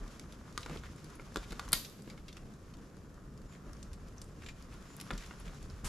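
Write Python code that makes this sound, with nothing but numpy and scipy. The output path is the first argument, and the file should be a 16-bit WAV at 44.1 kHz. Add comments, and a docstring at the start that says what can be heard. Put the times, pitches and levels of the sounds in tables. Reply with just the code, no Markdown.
"""A twig snaps sharply and echoes among the trunks as a wire snare is taken off a pole in a snowy wood.
The twig breaks fibre after fibre and sets its branch ringing. Dry sticks knock and ring, wire ticks
on bark, and countless tiny slips make sleeves rustle and snow crunch over the soft thump of boots.
Under it all lie a low rumble of moving air, a faint hiss of treetops and three thin, high whistles."""
import sys
import numpy as np
from scipy import signal
from scipy.fft import rfft, irfft, next_fast_len
from scipy.io import wavfile

SR = 44100
rng = np.random.default_rng(int(sys.argv[2]) if len(sys.argv) > 2 else 0)


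def int16_out(signal):
    """Quantize to a 16-bit WAV file."""
    q = np.round(np.clip(np.atleast_2d(signal).T, -1, 1) * 32767)
    wavfile.write(sys.argv[1], SR, q.astype(np.int16))


N = 259440
TIME = np.arange(N) / SR

# how briskly the body moves, as a rustle envelope: (time [s], level [dB])
MOTION = [(0.0, -62.5), (0.44, -67.5), (0.61, -64.5), (0.74, -59.5), (0.89, -66.5), (1.18, -64.5),
          (1.51, -61), (1.72, -62), (2.16, -69.5), (2.59, -71), (3.4, -71), (3.66, -68), (4.28, -70),
          (5.17, -61.5), (5.32, -61.5), (5.82, -67)]
CALM_DB = -70   # the motion envelope when only the hands work
# weight going onto a boot: (time [s], hold [s], muffled snow [dB], deep thump [dB])
STEPS = [(0.0, 0.022, -49.5, -36.5), (0.671, 0.08, -48.5, -46), (1.361, .02, -57, -37.5),
         (1.498, 0.028, -48, -41), (1.722, 0.016, -46.5, -41), (3.659, 0.076, -56.5, -45),
         (5.113, 0.029, -45, -35.5), (5.45, .02, -52, -42.5), (5.826, .04, -47, -38)]


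def from_db(db):
    """Decibels to gain."""
    return 10 ** (np.asarray(db) / 20)


def unit_rms(x):
    """Scale to rms 1."""
    return x / np.sqrt(np.mean(x ** 2) + 1e-20)


def unit_hit(x):
    """Scale a short sound to the energy of 10 ms at rms 1."""
    return x * np.sqrt(SR / 100 / np.mean(np.sum(x ** 2, axis=-1)))


def automation(points):
    """A curve of (time, value) points at every sample."""
    return np.interp(TIME, *np.transpose(points))


def add(out, s, sound):
    """Mix a short sound in at time s."""
    start = int(s * SR)
    out[:, start:start + sound.shape[-1]] += sound[..., :N - start]


def colour(x, points):
    """Minimum-phase EQ through (frequency [Hz], gain [dB]) points; 24 dB per octave skirts beyond them."""
    size = next_fast_len(x.shape[-1] + 4096, real=True)
    hz, db = np.transpose(points)
    octave, known = np.log2(np.arange(size // 2 + 1) * SR / size + 1), np.log2(hz)
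    skirt_db = 24 * np.abs(octave - np.clip(octave, known[0], known[-1]))
    gain = from_db(np.interp(octave, known, db) - np.minimum(skirt_db, 60))
    cepstrum = irfft(np.log(gain), size)
    cepstrum[1:size // 2] *= 2   # folded forward, so nothing rings ahead of a hit
    cepstrum[size // 2 + 1:] = 0
    return irfft(rfft(x, size) * np.exp(rfft(cepstrum)), size)[..., :x.shape[-1]]


def band(x, low_hz, high_hz):
    """Butterworth band-pass."""
    sos = signal.butter(2, [low_hz, min(high_hz, .45 * SR)], "band", fs=SR, output="sos")
    return signal.sosfilt(sos, x)


def bell(hz, octaves):
    """EQ points of a broad resonance; the top octave is lost on the way."""
    grid_hz = np.geomspace(200, 15000, 60)
    detuning = 2 * np.log2(grid_hz / hz) / max(octaves, .1)
    top_db = np.interp(grid_hz, [7400, 8600, 11300, 15000], [2, -3.0, -0.5, -19.5])
    return np.column_stack([grid_hz, -20 * np.log10(1 + detuning ** 2) + top_db])


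def widen(pair, side_db):
    """Two unrelated signals as mid and side of a stereo pair."""
    return pair[0] + from_db(side_db) * pair[1] * np.array([[1], [-1]])


def stereo_noise(size, side_db):
    """White noise, its width set by the side level."""
    return widen(rng.standard_normal((2, size)), side_db)


def drift(per_s):
    """A random wander of rms 1."""
    targets = rng.standard_normal(4096)
    return unit_rms(np.interp(TIME * per_s, np.arange(len(targets)), targets))


def decay(t, t60):
    """An envelope that falls 60 dB in t60 seconds."""
    return from_db(-60 * t / t60)


def noise_tail(t60, side_db, size=16384):
    """Stereo noise that dies away."""
    return unit_hit(stereo_noise(size, side_db) * decay(np.arange(size) / SR, t60))


def contact(spray_t60, spray_db):
    """One sharp release followed by a spray of tiny ones."""
    spray = from_db(spray_db) * noise_tail(spray_t60, side_db=-7.5)
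    return spray + unit_hit(signal.unit_impulse(spray.shape[-1]))


def friction(eq, per_s, spread_db, grain_db, side_db):
    """Countless tiny slips blur into noise; a few larger ones stand out as grains."""
    sizes = from_db(spread_db * np.minimum(rng.exponential(1, (2, N)), 3.5))
    sizes *= rng.choice([-1, 1], (2, N))
    grains = unit_rms(sizes * (rng.random((2, N)) < per_s / SR))
    slips = rng.standard_normal((2, N)) + from_db(grain_db) * grains
    return unit_rms(colour(widen(slips, side_db), eq))


def air():
    """The bed: a wandering low rumble of moving air and the steady hiss of the treetops."""
    # slow swell of the rumble: (time [s], level [dB])
    swell = [(0, -52.5), (.5, -55.5), (.82, -48.5), (1.0, -56), (1.6, -49), (1.95, -60), (2.25, -51.5),
             (2.85, -55.5), (3.4, -52), (4.6, -51), (5.05, -55), (5.6, -49)]
    # deep weight of moving air: (frequency [Hz], gain [dB])
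    rumble_eq = [(15, -6.5), (28, 1), (48, -0.5), (75, -1), (120, -9), (200, -22.5), (400, -43)]
    # soft hiss of the treetops: (frequency [Hz], gain [dB])
    treetop_eq = [(300, 6.5), (800, -1), (1150, 3.5), (1500, 0), (2300, -17.5), (3800, -26), (5200, -12),
                  (7400, -10.5), (8600, -13.5), (10500, -17), (12500, -13), (14500, -42)]
    rumble_db = automation(swell) + 2.1 * drift(per_s=9)
    rumble = unit_rms(colour(stereo_noise(N, side_db=-21), rumble_eq))
    hiss = unit_rms(colour(stereo_noise(N, side_db=-2.0), treetop_eq))
    return from_db(rumble_db) * rumble + from_db(-69.5) * hiss


def whistles():
    """Very high, wavering notes that rise a little as they swell and fade."""
    # thin, faint whistles: (time [s], level [dB])
    notes = [(3.45, -74), (4.41, -69), (4.85, -72)]
    length_s, start_hz, rise_hz_per_s = 0.14, 7080, 940
    out, size = np.zeros((2, N)), int(length_s * SR)
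    waver_hz = 170 * drift(per_s=500)
    for s, level_db in notes:
        hz = start_hz + rise_hz_per_s * TIME[:size] + waver_hz[int(s * SR):][:size]
        tone = np.sin(2 * np.pi * np.cumsum(hz) / SR)
        add(out, s, from_db(level_db) * unit_rms(np.hanning(size) * tone))
    return out


def stir_db():
    """How far the movement rises above calm handwork."""
    return automation(MOTION) - CALM_DB


def sleeves(jerk):
    """Sleeves rub in uneven strokes that ride the body's motion."""
    # bright rustle of cloth: (frequency [Hz], gain [dB])
    sleeve_eq = [(1200, -12), (2200, 3), (3200, 0.5), (4200, -1.5), (5200, 0.5), (7400, -1.5), (8400, -11),
                 (10200, -6.5), (12500, -15.5), (14500, -23.5)]
    level_db = automation(MOTION) + 0.53 + 1.5 * jerk + 0.7 * drift(per_s=16)
    return from_db(level_db) * friction(sleeve_eq, per_s=810, spread_db=5.5, grain_db=-7, side_db=-6)


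def treading(attack_s=0.015, release_s=.02):
    """Pressure on the snow as a gain: each step builds up, holds and relaxes."""
    pressure = np.zeros(N)
    for s, hold_s, snow_db, _ in STEPS:
        attack = np.clip((TIME - s) / attack_s, 0, 1)
        release = np.exp(-np.maximum(TIME - s - hold_s, 0) / release_s)
        pressure += from_db(snow_db) * attack * release
    return pressure


def snow(jerk):
    """The crust crunches and the snow packs under shuffling boots, louder with each step."""
    # midrange crunch of the crust: (frequency [Hz], gain [dB])
    crunch_eq = [(450, -3), (800, -5), (1120, 1.5), (1450, -1), (1900, -6.5), (2600, -27), (4500, -29.5)]
    # muffled packing of the snow: (frequency [Hz], gain [dB])
    packing_eq = [(70, -11), (130, 3), (190, 2.5), (270, -2.5), (360, -6), (500, -9.5), (750, -19),
                  (1300, -41.5)]
    pressure = treading()
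    shuffling = from_db(-65 + 0.65 * stir_db() + 0.77 * jerk + 1.1 * drift(per_s=18))
    crunch = friction(crunch_eq, per_s=250, spread_db=6.5, grain_db=-5.0, side_db=-6.5)
    standing = from_db(-53.5 + 1.1 * drift(per_s=14))
    packing = friction(packing_eq, per_s=120, spread_db=3.5, grain_db=-8.5, side_db=-14.5)
    crunch *= np.hypot(shuffling, from_db(-11.5) * pressure)
    packing *= np.hypot(standing, pressure)
    return crunch + packing


def cloth_scrape(start_s=5.843, attack_s=0.0027):
    """A sudden scrape of stiff cloth closes the scene."""
    # broad rasp of stiff cloth: (frequency [Hz], gain [dB])
    scrape_eq = [(400, -18), (900, 5), (1400, 3.5), (2400, -0.5), (4000, 0), (7000, 1.5), (10500, -2.5),
                 (13000, -12), (15000, -23)]
    pull = np.clip((TIME - start_s) / attack_s, 0, 1)
    return from_db(-44) * pull * friction(scrape_eq, per_s=2800, spread_db=2, grain_db=0, side_db=-8.5)


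def body():
    """The movement layer: sleeves and snow share the same small jerks; the scrape comes last."""
    jerk = drift(per_s=52)
    return sleeves(jerk) + snow(jerk) + cloth_scrape()


def boots(thump_hz=38, rise_s=.02):
    """The snow pack gives under a boot with a soft, deep thump, never twice at the same pitch."""
    out, t = np.zeros((2, N)), np.arange(SR // 3) / SR
    envelope = t / rise_s * np.exp(1 - t / rise_s)
    for s, _, _, thump_db in STEPS:
        hz = thump_hz * (1 + .15 * rng.uniform(-0.83, 1))
        add(out, s, from_db(thump_db) * envelope * np.sin(2 * np.pi * hz * t))
    return out


def rubs(slips_per_s=700, slip_decay_s=.0006):
    """Each rub is a swelling crowd of tiny slips."""
    # gritty rubs of wire, glove and crusted snow: (time [s], length [s], level [dB], centre [Hz])
    strokes = [(0.594, .04, -61, 6000), (0.661, .13, -57.5, 1190), (0.821, 0.07, -59.5, 1400),
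               (1.421, .039, -59.5, 2480), (2.021, .11, -69, 3020), (3.501, 0.077, -65, 1700),
               (4.402, 0.058, -61, 1400), (4.687, 0.086, -64, 1290), (4.99, 0.044, -58, 2500),
               (5.171, .11, -59, 1760), (5.437, 0.072, -59, 1640)]
    out = np.zeros((2, N))
    for s, length_s, level_db, hz in strokes:
        size = int(length_s * SR)
        slips = rng.random(size) < slips_per_s / SR
        slips = slips * from_db(4 * np.minimum(rng.exponential(1, size), 3))
        slip_power = signal.lfilter([1], [1, -np.exp(-1 / (slip_decay_s * SR))], slips)
        grit = stereo_noise(size, side_db=-8.5) * np.sqrt(slip_power + 0.035)
        stroke = grit * signal.windows.tukey(size, .8)
        add(out, s, from_db(level_db) * unit_rms(colour(stroke, bell(hz, octaves=2.2))))
    return out


def faint_ticks(per_s=5, octaves=2.2, t60=.018):
    """Tiny catches come at random, stronger when the body moves; extra rows for wire()."""
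    timing, strength, pitch = rng.random((64, 3)).T
    times = (np.arange(len(timing)) + timing) / per_s
    levels_db = -65.5 + .7 * np.interp(times, TIME, stir_db()) + 2.5 * (2 * strength - 1)
    centres_hz = 6000 * 2 ** (pitch - .5)
    return [(s, db, hz, octaves, t60) for s, db, hz in zip(times, levels_db, centres_hz) if s < TIME[-1]]


def wire():
    """Wire and twig ends catch on bark in small dry ticks, each ringing briefly at its own pitches."""
    # catches on bark: (time [s], level [dB], centre [Hz], width [octaves], spray t60 [s])
    ticks = [(0.196, -51, 4170, 2.6, 0.017), (0.324, -58, 5480, 3.7, .01), (0.6308, -48, 2780, 1.6, .035),
             (0.7726, -53.5, 3130, 0.75, 0.011), (1.044, -58, 6600, 3.9, .015),
             (1.1545, -61, 10600, .4, .04), (1.507, -52.5, 3000, 2.4, .05), (1.688, -52.5, 6500, 3.4, .03),
             (1.848, -47, 3700, 1.9, 0.071), (2.1, -52, 2400, 2.3, 0.076), (2.177, -57, 1960, 1.5, .06),
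             (2.2826, -50.5, 3020, 1.5, 0.083), (2.328, -56.5, 4300, 1.9, .02),
             (2.3688, -52.5, 2800, 2.8, 0.049), (2.7387, -61, 4540, 1.43, 0.031),
             (3.7322, -58.5, 5500, 2.1, .012), (3.8285, -53.5, 5170, 1.6, .018),
             (3.9326, -58, 4500, 2, .06), (4.181, -57, 5730, 0.21, .02), (4.2164, -51, 5900, 1.5, 0.031),
             (4.421, -58, 2270, 1.6, 0.098), (4.4629, -49.5, 2810, 1.35, 0.059),
             (4.487, -47, 2440, 1.5, 0.082), (4.6247, -61.5, 6130, 2.3, .02),
             (4.966, -56, 10700, 0.76, .01), (5.0004, -50.5, 4130, 3.4, .02),
             (5.0121, -48, 5200, 5.4, 0.018), (5.135, -54, 3800, 1.3, .026), (5.178, -49, 3880, 2.3, .05),
             (5.3997, -59, 10100, .15, .023), (5.7, -58.5, 4630, 0.77, 0.027)]
    out, t = np.zeros((2, N)), np.arange(1024) / SR
    for s, level_db, hz, octaves, t60 in list(ticks) + faint_ticks():
        touch = contact(spray_t60=t60, spray_db=6.5)
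        pitches = np.minimum(hz * 2 ** (octaves * rng.uniform(-.35, 0.44, (4, 1))), 11000)
        modes = np.sin(2 * np.pi * pitches * t).sum(axis=0) * decay(t, t60=0.026)
        click = unit_hit(colour(touch, bell(hz, octaves)))
        ring = unit_hit(signal.fftconvolve(touch, modes[None], axes=1)[:, :touch.shape[-1]])
        add(out, s, from_db(level_db) * unit_hit(click + from_db(-6.5) * ring))
    return out


def sticks():
    """Every knock rings the stick's modes anew, with a thud in the snow and a crack of bark."""
    # sticks knocking together: (time [s], wood [dB], dull thud [dB], bright crack [dB])
    knocks = [(0.5767, -39, -49, -39.5), (0.661, -45.5, -46, -53), (0.6967, -53.5, -43.5, -58),
              (0.76, -57, -42.5, -62), (0.8364, -51, -63, -66), (1.1967, -50.5, -51.5, -72),
              (1.3592, -36, -39.5, -44.5), (1.3700, -50, -39, -45), (1.521, -52.5, -62, -52.5),
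              (1.527, -52, -47, -53.5), (1.5951, -40, -59, -44.5), (1.6792, -50.5, -61, -63),
              (2.0763, -58, -50.5, -69), (5.1062, -39.5, -46.5, -63), (5.1103, -41.5, -46, -52),
              (5.3099, -49, -59, -78)]
    # ring of a dry stick: (frequency [Hz], level [dB], t60 [s])
    stick_modes = [(718, -2.5, 0.013), (980, -1, 0.022), (1210, -3.5, 0.031), (1402, 3, 0.024),
                   (1637, -6, 0.024), (1861, -4.5, 0.019), (2130, -1.5, 0.023), (2440, -5.5, 0.0091),
                   (2855, -7, 0.019), (3430, -7.5, 0.011), (4340, -20.5, 0.022)]
    # bright crack of bark: (frequency [Hz], gain [dB])
    crack_eq = [(800, -12.5), (2000, 0), (4500, 3.5), (6000, -5), (7200, 0), (8500, -8), (11000, -7.5),
                (14500, -23)]
    out, t = np.zeros((2, N)), np.arange(4096) / SR
    hz, mode_db, t60 = np.transpose(stick_modes)[:, :, None]
    for s, wood_db, thud_db, crack_db in knocks:
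        touch = contact(spray_t60=0.053, spray_db=-8.5)
        strengths = from_db(mode_db + rng.normal(0, 5.0, hz.shape)) * rng.choice([-1, 1], hz.shape)
        detuned_hz = hz * rng.normal(1, .015, hz.shape)
        modes = strengths * np.sin(2 * np.pi * detuned_hz * t) * decay(t, t60)
        wood = signal.fftconvolve(touch, modes.sum(axis=0)[None], axes=1)
        thud = band(contact(spray_t60=0.084, spray_db=-2.0), 170, 497)
        crack = colour(contact(spray_t60=0.021, spray_db=7.5), crack_eq)
        for level_db, layer in (wood_db, wood), (thud_db, thud), (crack_db, crack):
            add(out, s, from_db(level_db) * unit_hit(layer))
    return out


def twig():
    """A bright snap rings the branch; the trunks scatter it back, first densely, then faintly from afar."""
    # the twig breaking, fibre after fibre: (time [s], bright crack [dB], woody crack [dB])
    fibres = [(1.7209, -45, -58), (1.7293, -47.5, -33), (1.7311, -23.5, -36), (1.7340, -35, -32.5)]
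    # sharp edge of the snap: (frequency [Hz], gain [dB])
    bright_eq = [(600, -17), (1500, -21.5), (3000, -11.5), (4400, 3.5), (6000, -15.5), (7800, -2),
                 (9700, 4), (12000, -1.5), (14000, -21.5), (15500, -28)]
    # woody body of the snap: (frequency [Hz], gain [dB])
    woody_eq = [(250, -13), (550, -13), (800, -9), (1100, 0), (1400, 1), (1900, 0), (2600, -2), (3600, 6),
                (4600, 0.5), (5600, -11.5), (8000, -19.5)]
    # ring of the broken branch: (frequency [Hz], level [dB], t60 [s])
    branch_modes = [(1050, -6, .06), (1380, 5.5, .07), (1878, -6, 0.24), (2174, 2.5, .09),
                    (3000, -7.5, .15), (3730, -9.5, 0.33), (3930, -6, .15), (4640, -1, .16),
                    (4740, -8, .35)]
    # tone of the echo off the trunks: (frequency [Hz], gain [dB])
    echo_eq = [(400, -12), (900, -8.5), (1900, -8.5), (2500, -7.5), (3700, -0.5), (4700, 1.5), (5600, -5.5),
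               (7200, -4), (8700, -8.5), (10000, -5), (12200, -1.5), (14000, -13.5), (15500, -30.5)]
    out, t = np.zeros((2, N)), np.arange(16384) / SR
    for s, bright_db, woody_db in fibres:
        bright = unit_hit(colour(contact(spray_t60=.022, spray_db=-10), bright_eq))
        woody = unit_hit(colour(contact(spray_t60=0.023, spray_db=2.0), woody_eq))
        add(out, s, from_db(bright_db) * bright + from_db(woody_db) * woody)
    break_s = fibres[1][0]
    hz, mode_db, t60 = np.transpose(branch_modes)[:, :, None]
    modes = from_db(mode_db) * np.sin(2 * np.pi * hz * t) * decay(t, t60)
    add(out, break_s, from_db(-34) * unit_hit(modes.sum(axis=0)))
    near = from_db(-25) * noise_tail(t60=0.33, side_db=-4, size=32768)
    far = from_db(-40.5) * noise_tail(t60=1.1, side_db=-0.5, size=32768)
    add(out, break_s + .002, from_db(-29.5) * unit_hit(colour(near + far, echo_eq)))
    return out


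def woods(x, wet_db=-12.0):
    """Add short, thin reflections from the trunks; the snow swallows the rest."""
    echoes = band(noise_tail(t60=0.3, side_db=-21), 570, 14100)
    echoes /= np.sqrt(np.mean(np.sum(echoes ** 2, axis=-1)))
    return x + from_db(wet_db) * signal.fftconvolve(x, echoes, axes=1)[:, :N]


def scene():
    """The work sits near the centre; the small sounds share one reverb, the snap brings its own echo."""
    return woods(sticks() + wire() + rubs() + whistles()) + twig() + body() + boots() + air()


def record(dry, cutoff_hz=15600):
    """The left microphone is a little brighter than the right; the top is cut steeply."""
    # tone of the microphone pair: (frequency [Hz], both sides [dB], left minus right [dB])
    microphone_eq = [(20, 0, 0), (2400, 0, 0.5), (5000, 0, 0), (8000, 0, 1.5), (11000, -0.5, 2.5),
                     (13500, 1, 5), (15000, -7.5, 3.5)]
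    hz, both_db, lean_db = np.transpose(microphone_eq)
    left = colour(dry[0], np.column_stack([hz, both_db + lean_db / 2]))
    right = colour(dry[1], np.column_stack([hz, both_db - lean_db / 2]))
    high_cut = signal.ellip(10, .1, 80, cutoff_hz, fs=SR, output="sos")
    return signal.sosfilt(high_cut, np.array([left, right]))


dry = scene()
out = record(dry)
int16_out(out)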